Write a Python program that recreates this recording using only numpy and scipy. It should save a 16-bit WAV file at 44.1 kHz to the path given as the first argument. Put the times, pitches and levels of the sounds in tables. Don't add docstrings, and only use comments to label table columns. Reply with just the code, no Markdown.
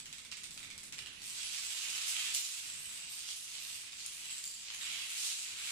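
import sys
import numpy as np
from scipy import signal
from scipy.fft import rfft, irfft
from scipy.io import wavfile
from scipy.ndimage import uniform_filter1d

SR = 44100
rng = np.random.default_rng(int(sys.argv[2]) if len(sys.argv) > 2 else 0)


def store_pcm(level_fs):
    pcm = np.round(np.clip(level_fs, -1, 1) * 32767).astype(np.int16)
    wavfile.write(sys.argv[1], SR, np.atleast_2d(pcm).T)


N = 251811
TIME = np.arange(N) / SR
SIDES = np.array([[1], [-1]])


# t/s, knock level/dB, clonk/dB, snap/dB, ring/dB (last three re knock), ring f/Hz
TIGHT_ROWS = [(1.06, -74, 13, -11, -7, 8000), (1.2, -57, -2, -9, -14, 7500),
              (1.26, -51, -3.5, 0.5, 3, 8000), (1.45, -49, -4.5, -15, -1, 8170),
              (1.64, -47, -5, -5.5, -0.5, 7700), (1.9, -45, -1, -6.5, -7, 7830),
              (2.3, -47.5, -1, -6.5, 2.5, 7750), (2.44, -47.5, -6.5, -3.5, -3, 7160),
              (2.62, -50, -3, -4, 0, 7750), (2.8, -55.5, 0, -5.5, 9, 8190),
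              (2.94, -53.5, -1, -1, 3.5, 7870), (3.05, -53, -2.5, -13, 3.5, 8200),
              (3.15, -49, -7, -7, 4, 8620), (3.24, -51.5, -2.5, -7, -8.5, 8700),
              (3.4, -56, -5, 2, -14, 7640), (3.58, -50, -3, -10, 1, 8250),
              (3.75, -51.5, -4, -5.5, 2.5, 8700), (3.9, -58.5, 1.5, -7.5, 0, 8100),
              (3.99, -48, -7.5, -11.5, -2.5, 7180), (4.14, -57, 0, 2.5, -6, 7700),
              (4.27, -51.5, 0, -6.5, 4, 7950), (4.35, -51.5, -2, -5, 6, 7830),
              (4.42, -57.5, 0.5, -2, 3, 7300), (4.5, -55.5, -7, -1.5, 8, 7460),
              (4.68, -52.5, -0.5, -13, -5.5, 7500), (4.76, -52.5, 1.5, -3, 3.5, 7260),
              (5.06, -54.5, 4, 1, -8, 7860), (5.12, -48.5, -0.5, -2, -3, 7970),
              (5.4, -47.5, -5, -5.5, -5, 7540), (5.5, -53, 1.5, -5, 1, 7450),
              (5.71, -46.5, 1.5, -4, 2, 7530)]
def clatter(count=280, trim_db=-3, snap_trim_db=4, ring_trim_db=-3, tile_detune=0.0455):
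    t_s, *columns = np.transpose(TIGHT_ROWS)
    span_s = t_s[-1] - t_s[0]
    falls_s = t_s[0] + span_s * (np.arange(count) + rng.random(count)) / count
    times_s, force_db = chatter(falls_s, span_s, chatter_s=0.014, scatter_db=4, bounce_gain_db=0.05)
    db, clonk_db, snap_db, ring_db, ring_hz = (np.interp(times_s, t_s, c) for c in columns)
    pan_db = np.interp(times_s, t_s[[0, -1]], (-5, -1.5))
    own_pitch = np.repeat(np.exp(tile_detune * rng.standard_normal(count)), len(times_s) // count)
    return contacts(times_s, db + force_db + trim_db, clonk_db, snap_db + snap_trim_db,
                    ring_db + ring_trim_db, ring_hz * own_pitch, pan_db,
                    ring_detune=0.014, clonk_hz=2740, clonk_detune=0.0706, clonk_ring_db=-10.5)


# t/s, length/s, knock level/dB, clonk/dB, snap/dB, ring/dB (last three re knock)
BLOCKS = [(1.351, 0.16, -51.5, -4.5, -11, -18), (1.508, 0.06, -46.5, -7, -10, -10),
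          (2.058, 0.072, -45.5, -29, -3, -6), (2.139, 0.15, -48.5, 1.5, -7, -10),
          (2.333, 0.045, -40, -15, -8, -5), (3.259, 0.077, -49, -19.5, -11.5, -20),
          (4.8, .15, -51, 3.5, -22, -3), (4.93, .11, -53.5, 4.5, -15, -9),
          (5.168, 0.15, -44, -16, -8.5, -8), (5.594, 0.2, -57.5, 5, -11, -3)]
# f/Hz, level/dB
HEAP_EQ = [(700, -4.5), (1400, -1), (2200, -0.5)]
def collapses(count=13, edge_db=-4, trim_db=-2, snap_trim_db=7, ring_trim_db=-3):
    rows = []
    for start_s, length_s, db, *colour_db in BLOCKS:
        falls_s = start_s + length_s * (np.arange(count) + rng.random(count)) / count
        times_s, force_db = chatter(falls_s, length_s, chatter_s=0.008, scatter_db=-5.5, tile_db=-3)
        swell_db = edge_db * (2 * (times_s - start_s) / length_s - 1) ** 2
        rows.append(np.c_[times_s, db + force_db + swell_db, np.tile(colour_db, (len(times_s), 1))])
    times_s, db, clonk_db, snap_db, ring_db = np.vstack(rows).T
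    tiles = contacts(times_s, db + trim_db, clonk_db, snap_db + snap_trim_db, ring_db + ring_trim_db,
                     ring_hz=7450, pan_db=-3.5, ring_detune=0.03,
                     clonk_hz=2876, clonk_detune=0.132, clonk_ring_db=-9)
    return shaped(tiles, HEAP_EQ)


# t/s, knock level/dB, rebound/dB, clonk/dB, snap/dB (these re knock), clonk f/Hz, ring f/Hz
WIDE_FALLS = [(0.0004, -47.5, -8, -6.5, -3.5, 2740, 7900), (.057, -52.5, -2, -1, -1, 2950, 7400),
              (.127, -50.5, -5, -1.5, 0.5, 2630, 7960), (0.183, -55.5, -0.5, 2.5, 0, 2420, 7850),
              (0.2492, -56, -5, -1, -3.5, 2840, 8600), (0.316, -47.5, 1.5, -1, -7, 2640, 7400),
              (0.369, -56.5, 4.5, 0, 2, 2560, 7660), (0.434, -49.5, 1.5, -5.5, -0.5, 2700, 8800),
              (0.5073, -55.3, 0.5, -4, 4, 2700, 7870), (0.5756, -51.5, -5, 0.5, -1, 2650, 8100),
              (0.6288, -61, 6, 3.5, 0.5, 2420, 8000), (0.7026, -52.5, 0, 0, -3, 2550, 7900),
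              (0.778, -51, -3, -3, 1, 2580, 8030), (.832, -55, 1, -3.5, 1.5, 2630, 9230),
              (0.9236, -51, -0.5, 2, -0.5, 2730, 7300), (.982, -55, -7, 6, 2, 2880, 8800),
              (1.06, -57, -2, 4, -2, 3100, 7850)]
# delay/s, level/dB, extra clonk/dB
CLACK_TOUCHES = [(0, -1.2, -0.5), (.0018, -3, 3), (.0074, -1.5, 0.5), (.0122, -8, 2), (.0205, -9, -12)]
# f/Hz, level/dB
LONE_TILE_EQ = [(800, 3), (2000, 3.5), (9500, 2.5), (12000, -1.5), (15000, 2.5)]
def wide_row(hit_s=0.0044, jitter_s=0.0005, dulling_db=-8):
    falls = np.repeat(WIDE_FALLS, len(CLACK_TOUCHES), axis=0)
    t_s, db, rebound_db, clonk_db, snap_db, clonk_hz, ring_hz = falls.T
    delay_s, touch_db, hollow_db = np.tile(CLACK_TOUCHES, (len(WIDE_FALLS), 1)).T
    is_rebound = np.tile(np.arange(len(CLACK_TOUCHES)), len(WIDE_FALLS)) >= 2
    times_s = t_s + delay_s + is_rebound * jitter_s * rng.uniform(-1, 1, len(t_s))
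    energy_db = db + 10 * np.log10(hit_s * SR) + touch_db + is_rebound * rebound_db
    edge_db = snap_db + 1 + is_rebound * dulling_db
    hits = contacts(times_s, energy_db, clonk_db + hollow_db, edge_db, edge_db, ring_hz,
                    pan_db=-2 - 5 * is_rebound, ring_detune=0.0091,
                    clonk_hz=clonk_hz, clonk_detune=0.064, clonk_ring_db=-10.5, knock_s=0.0011)
    return shaped(hits, LONE_TILE_EQ)


def settling(count=20, slide_s=0.08, level_db=-62, fade_db_per_s=110, scatter_db=3):
    t_s, _, _, clonk_db, snap_db, clonk_hz, ring_hz = np.repeat(WIDE_FALLS, count, axis=0).T
    age_s = slide_s * rng.random(len(t_s))
    energy_db = level_db + 10 * np.log10(slide_s * SR / count) - fade_db_per_s * age_s
    energy_db += scatter_db * rng.standard_normal(len(t_s))
    return contacts(t_s + age_s, energy_db, clonk_db - 1, snap_db, ring_db=snap_db - 4,
                    ring_hz=ring_hz, pan_db=-5, ring_detune=0.058,
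                    clonk_hz=clonk_hz, clonk_detune=0.112, clonk_ring_db=-11.5)


# t/s, knock level/dB, clonk/dB, snap/dB, ring/dB (these re knock), ring f/Hz, L-R/dB
HARD_LANDINGS = [(0.327, -51, -9, -8, -7, 7100, 3), (0.3358, -53, -12, -8, -1, 6900, -6),
                 (0.935, -66, 1, -12, -16, 7400, -4), (0.944, -56, -8, -16, -12, 6540, -4),
                 (0.946, -52, -2, -14, -12, 6500, -2), (0.9893, -44, -2, -14, -10, 7460, -5),
                 (1.218, -49, -17, -17, 6, 7700, -5), (1.239, -54, -19, 3, 3, 7760, 6),
                 (1.432, -45.5, -15.5, 2, 2.5, 7760, 0), (1.6585, -55, -2, -8, 6, 8000, -3),
                 (1.9003, -45, -10, -3, 7, 8920, -2), (1.9835, -48, -1, -8, 0, 7600, -2),
                 (2.017, -43, -8, -4, 3, 7540, 1), (2.081, -44, -16, 1, 6, 7500, 5),
                 (2.0915, -46, -14, 5, 0, 7500, 0), (2.1025, -44, -10, 6, 0, 7300, -2),
                 (2.166, -45, 1, -8, -6, 7600, -2), (2.193, -43.5, -0.5, -10, -6, 7600, -4),
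                 (2.341, -45, -22, 6, 4, 7440, 7), (2.348, -38, -6, 3, -5, 7200, -7),
                 (2.355, -45, -14, 4, -7, 7200, -8), (2.3627, -43, -14, -2, 0, 7397, -3),
                 (2.367, -50, -9, -5, 15, 7440, 3), (2.6994, -51.5, 0, -6, 16, 8000, -10),
                 (3.289, -45.5, 3.5, -5, -8, 7700, 1), (3.304, -40, -16, -15, -18, 7600, 1),
                 (3.309, -40, -18, -13, -15, 7650, -7), (3.313, -44, -8, -14, -12, 7700, -2),
                 (3.367, -54, -14, 3, 5, 10500, 4), (3.533, -60, -8, -12, -4, 8100, -4),
                 (3.552, -48, -0.5, -11, -7, 8250, 1), (3.7295, -50, -2, -9, 6.5, 8300, 3),
                 (3.93, -51.5, -2, -10, -4, 7300, 11), (4.005, -48, -9, -7, -4, 7250, -5),
                 (4.0617, -48, -19, 10, -3, 9500, 3), (4.327, -51, -16, 7, 10, 7830, -2),
                 (4.381, -49.5, -12, -4, 12, 7660, -2), (4.4393, -45.5, -20, 1, 2, 7350, 7),
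                 (4.4398, -51, -23, 5, 6, 4750, -7), (4.4418, -49, -20, -2, 1, 7450, 0),
                 (4.4472, -54, -16, -4, -5, 4750, 2), (4.4534, -51, -18, 10, 16, 7450, 0),
                 (4.4613, -54, -16, 4, 13.5, 7520, -4), (4.468, -54, -19, 0, 12, 6960, -4),
                 (4.495, -60, -16, 0, 10, 7500, -2), (4.4764, -53, -19, 7, 13, 7340, -6),
                 (4.6849, -50, 2, -14, 4, 4360, 5), (4.703, -48, 6, -14, -6, 4200, 5),
                 (4.7458, -46, -1, -1, -4, 10100, -1), (5.103, -49, -12, 4, 0, 7450, -4)]
def hard_hits(count=3, hit_s=0.0018, rebound_s=0.0011, rebound_loss_db=7,
              trim_db=1, snap_trim_db=1, ring_trim_db=-3):
    t_s, db, clonk_db, snap_db, ring_db, ring_hz, pan_db = np.repeat(HARD_LANDINGS, count, axis=0).T
    bounce = np.tile(np.arange(count), len(HARD_LANDINGS))
    times_s = t_s + rebound_s * bounce * (1 + rng.random(len(t_s)) / 2)
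    energy_db = db + trim_db + 10 * np.log10(hit_s * SR) - rebound_loss_db * bounce
    hits = contacts(times_s, energy_db, clonk_db, snap_db + snap_trim_db, ring_db + ring_trim_db,
                    ring_hz, pan_db, ring_detune=0.0035, colour_scatter_db=-3, knock_s=0.0012)
    return shaped(hits, LONE_TILE_EQ)


def ticks(count=90, touches=3, above_row_db=15.5, scatter_db=1.5, low_hz=2500, high_hz=5500,
          t60_s=0.014, bounce_s=0.0074, bounce_loss_db=4, pan_db=-2):
    t_s, row_db = np.transpose(TIGHT_ROWS)[:2]
    offset, pace, force, pitch = rng.random((count, 4)).T
    starts_s = t_s[0] + (t_s[-1] - t_s[0]) * (np.arange(count) + offset) / count
    bounce = np.arange(touches)
    times_s = (starts_s[:, None] + bounce_s * (0.5 + pace[:, None]) * bounce).ravel()
    first_db = np.interp(starts_s, t_s, row_db) + above_row_db + scatter_db * (2 * force - 1)
    energy_db = (first_db[:, None] - bounce_loss_db * bounce).ravel()
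    hz = np.repeat(low_hz * (high_hz / low_hz) ** pitch, touches)
    rings = ringing(hz, [(1, 0, t60_s), (1.62, -3, t60_s)])
    return place(times_s, rings, undb(energy_db + SIDES * pan_db / 2))


# t/s, length/s, nominal f/Hz, level/dB
BRIEF_RINGS = [(0.507, 0.037, 7860, -69), (0.987, .11, 2930, -59), (1.118, .08, 10660, -63.5),
               (1.438, 0.044, 10280, -50), (1.642, 0.045, 7780, -47), (1.83, 0.047, 6870, -53),
               (2.342, 0.076, 14600, -54), (2.365, 0.092, 7300, -49.5), (2.7, 0.084, 7900, -64),
               (2.794, 0.068, 11800, -59), (3.086, 0.095, 12240, -59), (3.358, 0.089, 10660, -57),
               (3.58, 0.18, 11600, -65), (3.598, 0.18, 12850, -62), (4.46, 0.12, 4770, -61),
               (4.813, .04, 7800, -51), (5.013, 0.028, 4820, -54), (5.371, 0.056, 7600, -49)]
def brief_rings(count=14, fade_db=-5, t60_s=0.037, detune=0.022, pan_db=-2):
    t_s, length_s, hz, db = np.repeat(BRIEF_RINGS, count, axis=0).T
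    progress = (np.tile(np.arange(count), len(BRIEF_RINGS)) + rng.random(len(t_s))) / count
    energy_db = db + 10 * np.log10(length_s * SR / count) + fade_db * progress
    detuned_hz = hz * np.exp(detune * rng.standard_normal(len(t_s)))
    rings = ringing(detuned_hz, [(0.98, 0.0085, t60_s)], size=1024)
    return place(t_s + length_s * progress, rings, undb(energy_db + SIDES * pan_db / 2))


# f/Hz, level/dB
KNOCK_EQ = [(300, -41), (800, -19), (1400, -24), (2200, -13), (3200, -4.5), (4000, -0.5), (5000, -0.5),
            (6300, -1.5), (7800, -4), (9500, -16), (15000, -33.5)]
# f/Hz, level/dB
CLONK_EQ = [(250, -20.5), (550, -20.5), (780, -16.5), (1300, -7), (1650, -6), (2100, -1.5), (2650, -5.5),
            (3100, -0.5), (3700, 0), (5000, -9), (10000, -29)]
# f/Hz, level/dB
SNAP_EQ = [(3000, -34.5), (6500, 1), (8500, 3), (9600, 4), (10500, -1.5), (11500, -5), (13000, -8.5),
           (14500, -14)]
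# ratio to ring pitch, level/dB, t60/s
BENDING_MODES = [(0.632, -17.5, 0.0067), (0.998, 0, 0.023), (1.3, -23, 0.015), (1.5, -31, 0.047),
                 (2, -21, 0.018)]
def contacts(times_s, energy_db, clonk_db, snap_db, ring_db, ring_hz, pan_db, ring_detune, clonk_hz=2900,
             clonk_detune=0.144, clonk_ring_db=-10, colour_scatter_db=1.5, knock_s=0.00087):
    count = len(times_s)
    draws = rng.standard_normal((count, 6)).T
    pan_draw, clonk_draw, ring_draw = draws[:3]
    gain = undb(energy_db + SIDES * (pan_db + 2 * pan_draw) / 2)
    colour_db = np.array([clonk_db, snap_db, ring_db]) + colour_scatter_db * draws[3:]
    clonk_gain, snap_gain, ring_gain = undb(colour_db)
    hollow = ringing(clonk_hz * np.exp(clonk_detune * clonk_draw), [(0.96, clonk_ring_db, 0.02)])
    slap = crack(count, decay_s=0.0016, size=512) / np.sqrt(2)
    knock = shaped(place(times_s, crack(count, decay_s=knock_s), gain), KNOCK_EQ)
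    clonk = shaped(place(times_s, slap + hollow, gain * clonk_gain), CLONK_EQ)
    snap = shaped(place(times_s, crack(count, decay_s=0.0031), gain * snap_gain), SNAP_EQ)
    bending = ringing(ring_hz * np.exp(ring_detune * ring_draw), BENDING_MODES)
    return knock + clonk + snap + place(times_s, bending, gain * ring_gain)


def chatter(falls_s, span_s, chatter_s, scatter_db, tile_db=0, bounce_gain_db=0, touches=9):
    count = len(falls_s)
    gaps_s = chatter_s * rng.random((count, touches)) / 2
    times_s = (falls_s[:, None] + np.cumsum(gaps_s, axis=1) - chatter_s).ravel()
    force_db = tile_db * rng.random((count, 1)) + scatter_db * rng.random((count, touches))
    force = undb(force_db + bounce_gain_db * np.arange(touches)).ravel()
    return times_s, 20 * np.log10(unit(force) * np.sqrt(span_s * SR))


def crack(count, decay_s, size=128):
    return unit(rng.standard_normal((count, 2, size)) * np.exp(-np.arange(size) / SR / decay_s))


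def ringing(hz, modes, size=512):
    t_s = np.arange(size) / SR
    rings = 0
    for ratio, mode_db, t60_s in modes:
        phase = 2 * np.pi * rng.random((len(hz), 2, 1))
        fade = undb(mode_db) * np.sqrt(2) * unit(np.exp(-np.log(1000) * t_s / t60_s))
        rings = rings + fade * np.sin(2 * np.pi * ratio * hz[:, None, None] * t_s + phase)
    return rings


# f/Hz, t60/s
ROOM_DECAY = [(500, 0.26), (3000, 0.68), (8000, 0.49), (15000, 0.21)]
def room_response(tail_db=-1, early_db=-5, early_s=0.014, first_wall_s=0.005):
    t_s = TIME[:2 ** 15]
    hz = np.fft.rfftfreq(len(t_s), 1 / SR)
    noise = rfft(rng.standard_normal((2, len(t_s))))
    centres_hz = np.geomspace(500, 16000, 6)
    tail = 0
    for centre_hz, share in zip(centres_hz, np.eye(len(centres_hz))):
        band = irfft(noise * at_hz(np.c_[centres_hz, share], hz), len(t_s))
        tail = tail + band * np.exp(-np.log(1000) * t_s / at_hz(ROOM_DECAY, centre_hz))
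    early = rng.standard_normal((2, len(t_s))) ** 3 * np.exp(-t_s / early_s)
    arrived = t_s > first_wall_s
    return undb(tail_db) * unit(tail * arrived) + undb(early_db) * unit(early * arrived)


def room(x, spots=7, spots_per_s=30):
    spot = (TIME * spots_per_s).astype(int) % spots
    gates = (uniform_filter1d(1.0 * (spot == k), size=128) for k in range(spots))
    return sum(signal.oaconvolve(x * gate, room_response(), axes=1)[:, :N] for gate in gates)


# t/s, level/dB
RUMBLE_LEVEL = [(0, -67.5), (.2, -68.5), (.36, -69.5), (.6, -66), (.92, -67.5), (1.05, -66), (1.21, -68),
                (1.45, -70.5), (1.68, -71.5), (1.77, -77.5), (1.94, -69.5), (2.12, -79), (2.35, -70.5),
                (2.47, -81), (2.69, -68), (3.18, -72), (3.33, -73.5), (3.6, -71), (4.1, -72), (4.6, -73.5),
                (4.82, -72), (4.93, -69.5), (5.1, -74), (5.37, -79), (5.54, -69), (5.71, -77)]
# f/Hz, level/dB
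RUMBLE_EQ = [(20, 3.5), (50, 1.5), (82, 1.5), (110, -4.5), (150, -5), (200, -5), (270, -5.5), (400, -7.5),
             (700, -11.5), (2000, -3), (15000, -44)]
# f/Hz, level/dB
BODY_EQ = [(40, -9.5), (90, -4), (190, -3.5), (310, -12), (450, -19.5), (1500, -43)]
def rumble(base_db=3, body_db=1, body_growth=0.83, pan_db=-3.5):
    db = np.interp(TIME, *np.transpose(RUMBLE_LEVEL))
    base = shaped(rng.standard_normal((2, N)), RUMBLE_EQ) * undb(base_db)
    body = shaped(rng.standard_normal((2, N)), BODY_EQ) * undb(body_db + body_growth * (db - db.max()))
    return (base + body) * undb(db + SIDES * pan_db / 2)


def undb(db):
    return 10 ** (np.asarray(db) / 20)


def unit(x):
    return x / np.sqrt(np.sum(x ** 2, axis=-1, keepdims=True))


def at_hz(points, hz):
    points_hz, value = np.transpose(points)
    return np.interp(np.log(np.maximum(hz, 1)), np.log(points_hz), value)


def shaped(x, eq, size=2048):
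    cepstrum = irfft(np.log(undb(at_hz(eq, np.fft.rfftfreq(size, 1 / SR)))))
    causal = cepstrum * (1 + np.sign(np.fft.fftfreq(size)))
    impulse = unit(irfft(np.exp(rfft(causal))))
    return signal.oaconvolve(x, impulse[None], axes=1)[:, :N]


def place(times_s, waves, gains):
    index = (np.maximum(times_s, 0) * SR).astype(int)[:, None] + np.arange(waves.shape[-1])
    channels = (waves[:, c] * gains[c][:, None] for c in range(2))
    return np.array([np.bincount(index.ravel(), channel.ravel(), N)[:N] for channel in channels])


def scene(chain_send_db=1.5, wide_send_db=-0.5, hit_send_db=-4):
    chain = clatter() + collapses() + settling() + brief_rings()
    wide = wide_row()
    hits = hard_hits() + ticks()
    echo = room(undb(chain_send_db) * chain + undb(wide_send_db) * wide + undb(hit_send_db) * hits)
    return chain + wide + hits + echo + rumble()


# f/Hz, side re mid/dB
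PORT_WIDTH = [(25, 3), (60, -4.5), (130, -6.5), (550, -6.5), (1000, -2), (2000, 0)]
# f/Hz, L-R/dB
PORT_BALANCE = [(100, -0.5), (600, 2.5), (1500, 0.5), (2700, -4.5), (4000, -1), (5800, -1), (7600, 4),
                (9200, 3), (11000, 1.5), (13000, -4.5), (15000, -1)]
def record(dry, top_hz=15400):
    hz = np.fft.rfftfreq(N, 1 / SR)
    left, right = rfft(dry)
    width = undb(at_hz(PORT_WIDTH, hz))
    ports = (left + right + SIDES * width * (left - right)) / np.sqrt(2 + 2 * width ** 2)
    coloured = irfft(ports * undb(SIDES * at_hz(PORT_BALANCE, hz) / 2), N)
    return signal.sosfilt(signal.ellip(10, 0.2, 70, top_hz, fs=SR, output="sos"), coloured)


dry = scene()
out = record(dry)
store_pcm(out)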